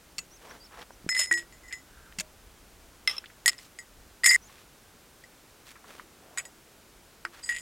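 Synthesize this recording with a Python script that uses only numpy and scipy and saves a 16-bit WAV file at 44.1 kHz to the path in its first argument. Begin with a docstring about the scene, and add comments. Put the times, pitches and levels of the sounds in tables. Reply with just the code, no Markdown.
"""A soft wind rumble and airy hiss come first, then a metal joint clicks and jerks loose on a quiet hillside.
Tent pole sections are pulled apart, gathered in the hand, slid together and laid down. Each contact sets
decaying tube modes ringing and beating until the next touch or the hand stops them, and cracks sharply.
Filtered noise makes the knocks, a short squeak, scrapes, rustles of clothes and grass, breeze and air;
damped sines make the thuds, and swooping sines a small bird far off."""
import sys
import numpy as np
from scipy import signal
from scipy.fft import rfft, irfft
from scipy.io import wavfile
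from scipy.ndimage import uniform_filter1d

SR = 44100
rng = np.random.default_rng(int(sys.argv[2]) if len(sys.argv) > 2 else 0)


def unload_audio(sound):
    """Save the sound as a 16-bit wav file, at the path given as the first command line argument."""
    columns = np.transpose(np.atleast_2d(sound))
    # keep every value between -1 and 1, then stretch to whole-number steps
    steps = np.round(np.clip(columns, -1, 1) * 32767)
    wavfile.write(sys.argv[1], SR, steps.astype(np.int16))


N = 335601
TIME, HZ = np.arange(N) / SR, np.fft.rfftfreq(N, 1 / SR)

# clinks of loose tubes: picked up and gathered, slapped in the palm, dropped on the pile, handled at the end:
# (time [s], lowest mode level [dB], second mode level [dB], upper modes level [dB], crack level before
# the common crack gain [dB], t60 before its floor [s], shorter tube's share of the ring [0-1],
# length of the rattle that follows [s])
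CLINKS = [ (1.0906, -32.5, -28, -32, -38, .3, 0.52, 0.0042),
          (1.116, -28.5, -31.5, -42, -49, 1, 0.94, 0.016), (1.149, -25, -45, -36.5, -36, 0.19, 1, 0.012),
          (1.166, -24.5, -35, -35.5, -38, 0.17, .6, 0.0023),
          (1.177, -34, -27.5, -32, -38, 0.37, 0.97, 0.0017),
          (1.192, -30.5, -26.5, -24.5, -27.5, 0.49, 0.92, .02),
          (1.2134, -29.5, -26.5, -26.5, -30.5, 0.17, .7, 0.057),
          (1.271, -42.5, -42.5, -46, -68, 0.22, .97, 0), (1.313, -18, -41, -36.5, -53, 0.24, 0, 0.016),
          (1.326, -20.5, -50, -23, -33, 0.14, 0.16, 0.0033), (1.339, -24, -37, -33.5, -33, 0.24, 0.02, 0),
          (1.376, -29, -38.5, -35.5, -38, 0.12, 0, 0.054), (1.427, -35, -61, -50, -60, .3, 0.4, 0.0038),
          (1.525, -55.5, -68, -56, -50, .22, .6, 0.0027), (1.634, -54, -70, -64, -65, .5, 0.81, 0.033),
          (1.681, -46.5, -58, -49, -62, 0.15, .5, 0), (1.726, -33.5, -45.5, -42, -37.5, .18, 0.82, 0.016),
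          (3.4598, -16.5, -34, -15.5, -24, 0.078, 0.01, 0.0013),
          (3.4792, -18, -17.5, -19.5, -20, 0.043, 0.82, 0.00078),
          (3.4865, -22.5, -26, -26, -25, .06, 0.69, 0.0023), (3.4934, -26, -18, -22, -30, 0.023, 0.7, .012),
          (3.5167, -46.5, -61, -51, -48, 0.23, 0.1, 0.037),
          (3.581, -62, -43, -48.5, -52, 0.062, 0.73, 0.0035),
          (3.589, -52, -55, -58.5, -43.5, .13, .5, 0.0122), (3.788, -38.5, -49.5, -41, -43, 0.1, 0.3, 0),
          (4.2353, -23, -36, -43, -40, .2, 0.02, 0), (4.243, -19.5, -25, -27.5, -25, .25, 0.67, 0.0014),
          (4.2591, -25, -22, -15, -26, .2, 1, 0.0083), (4.2621, -16, -29, -18.5, -20, 0.16, 0.63, .004),
          (4.2718, -19, -34, -20, -30, 0.27, .3, 0.0076),
          (4.2919, -19.5, -15.5, -23, -30, 0.19, 0.13, 0.0003),
          (4.3085, -16, -33.5, -26, -35.5, 0.26, 0.99, 0.0022),
          (4.3142, -17.5, -29.5, -25.5, -29.5, 0.31, 0.78, 0.025),
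          (4.346, -16, -39, -28, -33, 0.32, .43, 0.00084), (4.36, -15.5, -32, -27, -37, 0.0084, 0.5, 0),
          (5.238, -45, -57, -56, -54, 0.062, 0.3, 0.0059),
          (6.3747, -29, -57, -31.5, -38, 0.056, 0.21, 0.00087),
          (6.3834, -38, -44, -28, -33, .085, 0, 0.028), (6.453, -48.5, -55, -41, -45, 0.087, 0.1, 0.0048),
          (7.2514, -31.5, -39.5, -59, -39, .03, 0.19, 0.013),
          (7.435, -53, -48, -45, -48, .15, 0.31, 0.00059), (7.46, -54, -50, -48, -49, 0.74, 0.05, 0.025),
          (7.4912, -23.5, -44, -37, -34, 0.22, 0.02, 0.052),
          (7.549, -31.5, -51, -38.5, -46, 0.05, 0.25, 0.0077),
          (7.564, -32, -55, -39, -38.5, 0.077, .3, 0.017), (7.584, -47, -51, -42.5, -43, 0.23, 0.28, .02)]


def amp(db):
    """Decibels to gain."""
    return 10 ** (np.asarray(db) / 20)


def evened(x):
    """Scales to rms 1."""
    return x / np.sqrt(np.mean(x ** 2) + 1e-20)


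def add(mix, s, sound):
    """Mixes a sound in at time s, cutting it off at the end of the mix."""
    part = mix[max(round(s * SR), 0):][:len(sound)]
    part += sound[:len(part)]


def noise(points):
    """Steady noise of rms 1 with the given spectrum."""
    hz, db = np.transpose(points)
    gain = amp(np.interp(np.log(HZ + 1), np.log(hz), db))
    return evened(irfft(rfft(rng.standard_normal(N)) * gain, N))


def hump(x, hz, octaves, steepness=2.35):
    """Colours x with one broad resonance whose skirts fall steeply, at rms 1."""
    away = np.log2((np.fft.rfftfreq(len(x), 1 / SR) + 1) / hz) / octaves
    gain = 1 / (1 + away ** 2 / steepness) ** steepness
    return evened(irfft(rfft(x) * gain, len(x)))


def causal(points, size=2048):
    """The shortest click (minimum phase) that has the given spectrum, with energy 1."""
    hz, db = np.transpose(points)
    bins_hz = abs(np.fft.fftfreq(size, 1 / SR))
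    log_gain = np.log(amp(np.interp(np.log(bins_hz + 1), np.log(hz), db)))
    click = np.fft.ifft(np.exp(np.conj(signal.hilbert(log_gain)))).real[:size // 2]
    return click / np.linalg.norm(click)


def grains(depth_db):
    """Friction: noise that catches and slips in grains of a few milliseconds."""
    slip = evened(uniform_filter1d(rng.standard_normal(N), size=130))
    return evened(rng.standard_normal(N) * amp(depth_db * slip))


def hillside(air_db=-56.5, side_db=-17.5, breeze_db=-3, breeze_hz=41.3, breeze_octaves=1.):
    """Even hiss of open air and a soft rumble of wind, nearly the same in both ears."""
    # spectrum of the open air: (frequency [Hz], relative level [dB per Hz])
    air = [(15, -34), (25, -7.5), (70, -9), (134, -9.5), (263, -9.5), (344, -10), (373, -9.5), (531, -12),
           (1190, -15.5), (1520, -14.5), (1650, -17), (4370, -21), (7110, -21.5), (16000, -27.5)]
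    # breeze on the microphone: (time [s], level before the breeze_db trim [dB])
    breeze = [(0.0, -71), (0.08, -62.5), (2.82, -54.5), (3.85, -72), (4.0, -52), (4.32, -68), (4.36, -61),
              (5.16, -66), (6.84, -74), (6.94, -54.5), (7.03, -67), (7.6, -60)]
    gust = amp(np.interp(TIME, *np.transpose(breeze)) + breeze_db)

    def air_and_wind():
        """One independent layer of hiss and rumble."""
        rumble = hump(rng.standard_normal(N), breeze_hz, breeze_octaves)
        return amp(air_db) * noise(air) + gust * rumble

    mid, side = air_and_wind(), amp(side_db) * air_and_wind()
    return np.array([mid + side, mid - side])


def held_ring(blows, modes):
    """Sections gripped in both hands give a short, choked ring of damped sines."""
    t, out = np.arange(SR // 6) / SR, np.zeros(N)
    for s, low_db, other_db, t60, pitch, rise in blows:
        for k, (hz, db, lasting) in enumerate(modes):
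            level_db = (other_db if k else low_db) + db
            swing = amp(level_db - 60 * t / (t60 * lasting)) * (1 - np.exp(-t / rise))
            wave = np.sin(2 * np.pi * (hz * pitch * t + rng.random()))
            add(out, s, np.sqrt(2) * swing * wave)
    return out


def scrapes(strokes, spectrum, rise_s=0.00048, grain_db=1.0):
    """Metal drags over metal. Each stroke is (s, dB, hold s, t60 s): it holds, then dies away."""
    t, level = np.arange(SR // 4) / SR, np.zeros(N)
    for s, db, hold_s, t60 in strokes:
        fall_db = 60 * np.maximum(t - hold_s, 0) / t60
        add(level, s, amp(db - fall_db) * (1 - np.exp(-t / rise_s)))
    return level * signal.oaconvolve(grains(grain_db), causal(spectrum))[:N]


def joint(scrape_db=-3.0, hold_s=0.0049, release_s=0.024):
    """The joint is worked loose in jerks; each one rings and scrapes briefly."""
    # modes of two sections still joined: (frequency [Hz], relative level [dB], factor on t60 [ratio])
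    joined_modes = [(1296, -10, 0.53), (2000, -4, 0.73), (2620, -1.5, 1.04), (2760, 2, 0.39),
                    (4050, -29, 0.46), (4400, 7.5, 0.39), (5300, 6, 0.31), (6770, -4.5, 2.05),
                    (7970, -4, 1.2)]
    # jerks at the joint: (time [s], lowest mode level [dB], other modes level [dB], t60 [s],
    # pitch factor [ratio], rise [s])
    jerks = [(0.182, -43, -32.5, 0.04, 1.04, 0.0011), (.1885, -33, -38.5, 0.057, 1.005, 0.00028),
             (2.186, -33, -31.5, 0.033, 1.05, 0.0014), (2.1986, -36, -29, 0.017, 1.02, 0.00028),
             (2.2062, -26, -33, 0.011, 1.36, 0.00042)]
    # scrape of wall on wall: (frequency [Hz], relative level [dB per Hz])
    wall_spectrum = [(200, -24), (900, -10.5), (2500, -1), (4300, -6), (7000, 0.5), (11000, -12.5),
                     (16000, -20)]
    strokes = [(s, db + scrape_db, hold_s, release_s) for s, _, db, *_ in jerks]
    return held_ring(jerks, joined_modes) + scrapes(strokes, wall_spectrum)


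def thuds(rise_s=0.00045):
    """Hollow pops of the air in a tube and thuds on the turf: one low damped swing each."""
    # (time [s], level [dB], frequency [Hz], t60 [s])
    low_hits = [(0.182, -54, 176, 0.29), (1.044, -37.5, 208, 0.024), (1.064, -22.5, 253, 0.011),
                (1.069, -44.5, 172, 0.094), (1.192, -44.5, 615, 0.11), (1.312, -42.5, 339.5, 0.39),
                (2.185, -39, 185, 0.087), (2.208, -50, 620, 0.21), (7.249, -51.5, 344, 0.28)]
    t, out = np.arange(SR // 3) / SR, np.zeros(N)
    for s, db, hz, t60 in low_hits:
        swing = amp(db - 60 * t / t60) * (1 - np.exp(-t / rise_s))
        add(out, s, np.sqrt(2) * swing * np.sin(2 * np.pi * hz * t))
    return out


def bird(swoop_from=.83, swoop_to=.66, turn=.7, waver=.017):
    """Thin, distant whistles: sines whose pitch swoops up and down with a fine random waver."""
    # syllables: (time [s], length [s], level [dB], top pitch before smoothing and waver [Hz],
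    # share of the syllable held low before the rise [0-1])
    syllables = [(0.303, 0.08, -58, 6500, 0), (.489, 0.039, -55.5, 6200, 0.028),
                 (0.595, 0.086, -55.5, 5700, 0.45), (.796, .03, -61, 5900, 0), (.915, .035, -64, 6300, 0),
                 (4.409, 0.084, -58.5, 7150, .3)]
    out = np.zeros(N)
    drift = 1 + waver * evened(uniform_filter1d(rng.standard_normal(N), size=60))
    for s, length, db, top_hz, held in syllables:
        u = np.linspace(0, 1, round(length * SR))
        # start and end pitch are shares of the top, which comes at the turn of the syllable
        swoop = np.interp(u, [held, np.clip(turn, held, 1), 1], [swoop_from, 1, swoop_to])
        hz = top_hz * uniform_filter1d(swoop, size=400) * drift[round(s * SR):][:len(u)]
        whistle = np.sin(2 * np.pi * np.cumsum(hz) / SR)
        add(out, s, np.sqrt(2) * amp(db) * signal.windows.tukey(len(u), .4) * whistle)
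    return out


def rustles(grain_db=2.5):
    """Each stroke over cloth, grass or a tube swells and fades as friction noise in one band."""
    # cloth and grass rustle (wide bands), a rubbed tube sings (narrow bands):
    # (time [s], length [s], level before the fades [dB], centre [Hz], width [octaves])
    rubs = [(0.385, 0.22, -51, 530, 1.9), (0.694, 0.12, -51.5, 900, 1.33), (0.775, 0.071, -46.5, 646, 1.7),
            (1.187, 0.073, -42.5, 3000, 0.66), (1.703, 0.044, -46.5, 2000, 0.33),
            (1.818, 0.36, -61, 1506, 0.21), (3.125, 0.052, -52.5, 1200, 0.11), (3.577, .11, -57, 3900, 1.5),
            (4.442, 0.22, -59, 1894, 1.7), (5.648, 0.091, -51.5, 2270, 1.8), (5.702, 0.64, -65, 300, 1),
            (5.833, 0.22, -53.5, 1200, 2), (6.168, 0.38, -58, 614, 1), (6.37, 0.046, -40, 2224, 0.28),
            (7.31, .12, -53, 1358, 1.55), (7.418, .077, -46, 7950, 0.054), (7.42, 0.046, -44, 4850, 0.042),
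            (7.486, 0.15, -47.5, 2657, 0.33)]
    out, friction = np.zeros(N), grains(grain_db)
    for s, length, db, hz, octaves in rubs:
        stroke = friction[round(s * SR):][:max(round(length * SR), 64)]
        swell = signal.windows.tukey(len(stroke), .6)
        add(out, s, amp(db) * hump(stroke, hz, octaves) * swell)
    return out


def knocks(octaves=0.52, rise_s=0.00013):
    """Dull blows on firmly held gear, and one short squeak near 1450 Hz: banded noise that dies quickly."""
    # hands, gear and tube ends, and the squeak at 5.756 s:
    # (time [s], level before the decay [dB], centre [Hz], t60 [s])
    bursts = [(.51, -41.5, 1690, 0.046), (0.817, -41, 2900, 0.042), (.906, -35.5, 920, 0.013),
              (1.09, -19, 1620, 0.014), (1.3117, -22, 1660, 0.02), (2.124, -42, 2330, 0.019),
              (2.208, -29, 1840, 0.017), (3.0745, -18, 3140, .012), (3.4797, -16.5, 3593, 0.017),
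              (3.241, -42, 1840, 0.042), (3.258, -42.5, 2900, 0.041), (3.3, -49, 1780, .045),
              (4.496, -46.5, 1200, 0.027), (5.756, -46.5, 1450, 0.094), (5.842, -45, 1200, .049),
              (5.997, -38, 1300, 0.035), (6.3739, -36, 1490, 0.11), (7.2509, -23.5, 1330, 0.016),
              (7.26, -37, 1350, 0.055)]
    t, out = np.arange(SR // 8) / SR, np.zeros(N)
    for s, db, hz, t60 in bursts:
        swing = amp(db - 60 * t / t60) * (1 - np.exp(-t / rise_s))
        add(out, s, swing * hump(rng.standard_normal(len(t)), hz, octaves))
    return out


def contacts(count=12, gap_s=.0062, uneven=.4, scatter_db=3, rebound_db=-6.5, rebound_scatter_db=8):
    """Each clink, then the unevenly spaced rebounds of its rattle, which fade with the ring."""
    s, low_db, second_db, upper_db, crack_db, t60, share, rattle_s = np.transpose(CLINKS)[:, :, None]
    gap, ring_luck, crack_luck = rng.standard_normal((len(s), count, 3)).transpose(2, 0, 1)
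    rebound, t60 = np.arange(count) > 0, np.maximum(t60, .01)
    delay = np.cumsum(rebound * gap_s * np.exp(uneven * gap), 1)
    fade_db = -60 * delay / t60
    ring_db = fade_db + rebound * scatter_db * np.minimum(ring_luck, .5)
    # crack of a rebound against that of its clink
    crack_db = crack_db + fade_db + rebound * (rebound_db + rebound_scatter_db * crack_luck)
    # rebounds that never come have no time (inf)
    when = np.where(delay <= np.maximum(rattle_s, 0), s + delay, np.inf)
    levels = low_db + ring_db, second_db + ring_db, upper_db + ring_db, crack_db
    columns = when, *levels, t60, np.clip(share, 0, 1)
    return np.array(np.broadcast_arrays(*columns)).reshape(len(columns), -1)


def tube(touches, modes, share, second_share, jolt=0.548, upper_jolt=1.098, scatter_db=3.2,
         contact_s=0.00035, grip=.0004, twin=0.31, split_hz=102):
    """Every contact sets each mode's swing anew and jolts its phase; it then dies at the rate the grip allows."""
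    s, low_db, second_db, upper_db, _, t60, _ = touches
    order = np.argsort(s)
    # the latest touch before each sample, kept only where its ring still lasts
    last = order[np.maximum(np.searchsorted(s[order], TIME, "right") - 1, 0)]
    ringing = (TIME >= s[last]) & (TIME < s[last] + t60[last])
    last, t = last[ringing], TIME[ringing]
    fall_db = 60 * (t - s[last]) / t60[last]
    ease, out = np.exp(-1 / (contact_s * SR)), np.zeros(N)
    for k, (hz, db, lasting) in enumerate(modes):
        kick, luck, pull, facing = rng.standard_normal((len(s), 4)).T
        # the place of the blow favours some upper modes over others
        level_db = (low_db, second_db, upper_db + scatter_db * luck)[min(k, 2)]
        phase = np.cumsum(kick * np.isfinite(s) * (jolt if k < 2 else upper_jolt))
        mode_share = np.sqrt(second_share if k == 1 else share)
        start = amp(level_db + db) * mode_share * np.exp(1j * phase)
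        swing = start[last] * amp(-fall_db / lasting)
        if k >= 2:  # the tube is not quite round, so its upper modes come in beating pairs
            beat = np.exp(1j * (2 * np.pi * split_hz * t + facing[last]))
            swing = swing * (1 + twin * beat) / np.hypot(1, twin)
        # a firm grip also pulls the pitch a little
        pitch = hz * (1 + pull * grip / np.maximum(t60, .05))[last]
        eased = signal.lfilter([1 - ease], [1, -ease], swing)
        carrier = np.exp(2j * np.pi * np.cumsum(pitch) / SR)
        out[ringing] += np.sqrt(2) * (eased * carrier).real
    return out


def rings(touches, swap_s=2.5):
    """The long section rings with the middle one, its second mode muted by the hand, then freely with the short."""
    # modes of the three sections: (frequency [Hz], relative level [dB], factor on t60 [ratio])
    long_modes, middle_modes, short_modes = [(1911, 0, 1), (4926, 0, 1), (6726, -7, 1), (7102, -6, 1),
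                                             (7884, -7, 1), (9090, -10, .7), (10090, -25, .7),
                                             (11480, -24, .6), (13570, -27, .6)], [(2023, 0, 1), (5166, 0, 1.2),
                                                                (6805, -6, 1.2), (7110, -6, 1),
                                                                (7856, -8, 1), (9110, -8, .8),
                                                                (10100, -24, .7), (11500, -22, .7),
                                                                (13700, -26, .7)], [(2055, 0, 1),
                                                                                     (5242, 0, 1),
                                                                                     (6780, -7, 1),
                                                                                     (7152, -8, 1),
                                                                                     (7930, -5, 1),
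                                                                                     (9165, -6, .9),
                                                                                     (10260, -23, .8),
                                                                                     (11560, -20, .8),
                                                                                     (13750, -19, .8)]
    share, early = touches[-1], touches[0] < swap_s
    # the shorter tube's share of the whole ring, and of the second mode
    shares = np.array([share, np.where(early, 1, share)])
    long_ring = tube(touches, long_modes, *(1 - shares))
    middle_ring = tube(touches, middle_modes, *(shares * early))
    short_ring = tube(touches, short_modes, *(shares * ~early), twin=1.3)
    return long_ring + middle_ring + short_ring


def cracks(touches, crack_db=23.5, grit_db=-22.5, grit_t60=0.017, soft_hz=4900.0, usual_db=-43,
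           hardening=0.39):
    """A sharp, slightly gritty crack at each contact: a click and fading noise, coloured as metal on metal."""
    # spectrum of the crack: (frequency [Hz], relative level [dB per Hz])
    crack_spectrum = [(100, -43), (500, -16), (900, -12), (1400, -5), (2600, -1.5), (4200, -1.5),
                      (5400, -2.5), (6300, -12), (7300, 0.5), (9200, 1.5), (11000, -10.5), (14000, -1.5),
                      (16000, -35.5)]
    t, force = np.arange(SR // 30) / SR, np.zeros(N)
    grits = rng.standard_normal((touches.shape[1], len(t)))
    for s, db, grit in zip(touches[0], touches[4], grits):
        if np.isfinite(s):
            blow = (t == 0) + amp(grit_db - 60 * t / grit_t60) * grit
            # a harder blow has a shorter contact, so it is brighter
            top_hz = min(soft_hz * amp(hardening * (db - usual_db)), SR / 3)
            add(force, s, amp(db) * signal.lfilter(*signal.butter(2, top_hz, fs=SR), blow))
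    return amp(crack_db) * signal.oaconvolve(force, causal(crack_spectrum))[:N]


def rattle_scrapes(scrape_db=-13, hold_share=0.463, release_s=0.075):
    """While they rattle, the tubes also drag along each other."""
    # scrape of loose tubes: (frequency [Hz], relative level [dB per Hz])
    loose_spectrum = [(200, -18), (900, -4.5), (1500, 2.5), (2200, 7.5), (3000, 8.5), (4200, -1),
                      (6200, -14.5), (7500, 4), (10000, -5.5), (14000, -14.5), (16000, -24.5)]
    strokes = [(s, db + scrape_db, hold_share * length, min(release_s, t60))
               for s, _, _, _, db, t60, _, length in CLINKS if length > 0]
    return scrapes(strokes, loose_spectrum)


def sleeve(scrape_db=-39, hold_s=0.029, release_s=0.3):
    """One tube enters another, scrapes along its wall, and hits home."""
    # modes of one section inside another: (frequency [Hz], relative level [dB], factor on t60 [ratio])
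    sleeved_modes = [(2033, -3, 1), (1200, -18, 0.54), (2590, -14.5, 0.86), (3220, -6.5, 0.34),
                     (3880, -14.5, 0.82), (5220, -2.5, 0.92), (9110, -10, 0.31), (11500, -24, 0.64),
                     (13650, -33, 0.74)]
    # blows as it enters, catches on the wall and hits home: (time [s], lowest mode level [dB],
    # other modes level [dB], t60 [s], pitch factor [ratio], rise [s])
    slide_blows = [(3.0756, -15.5, -15.5, .06, 1.01, 0.00011), (3.096, -34, -26, 0.061, 0.98, .00035),
                   (3.111, -41, -24.5, .05, 1.02, .001), (3.166, -49, -27, .03, 1.025, .0024),
                   (3.1813, -50, -16, 0.021, 1.022, 0.0015)]
    # scrape of wall on wall: (frequency [Hz], relative level [dB per Hz])
    slide_spectrum = [(200, -22), (800, -7), (1200, -7), (1650, -6.5), (2650, -4), (3250, 2.5), (4400, -12),
                      (5300, -1), (6500, -14), (12500, -21), (16000, -31)]
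    stroke = (slide_blows[0][0], scrape_db, hold_s, release_s)
    return held_ring(slide_blows, sleeved_modes) + scrapes([stroke], slide_spectrum)


def scene():
    """All the handling is straight ahead, with no walls to echo it."""
    touches = contacts()
    poles = rings(touches) + cracks(touches) + rattle_scrapes() + joint() + sleeve()
    return hillside() + poles + knocks() + thuds() + rustles() + bird()


def record(dry, edge_hz=16200):
    """Cuts the treble steeply above the band edge with a linear-phase low-pass."""
    low_pass = signal.firwin(401, edge_hz, window=("kaiser", 9), fs=SR)
    return signal.oaconvolve(dry, low_pass[None], "same", axes=1)


dry = scene()
out = record(dry)
unload_audio(out)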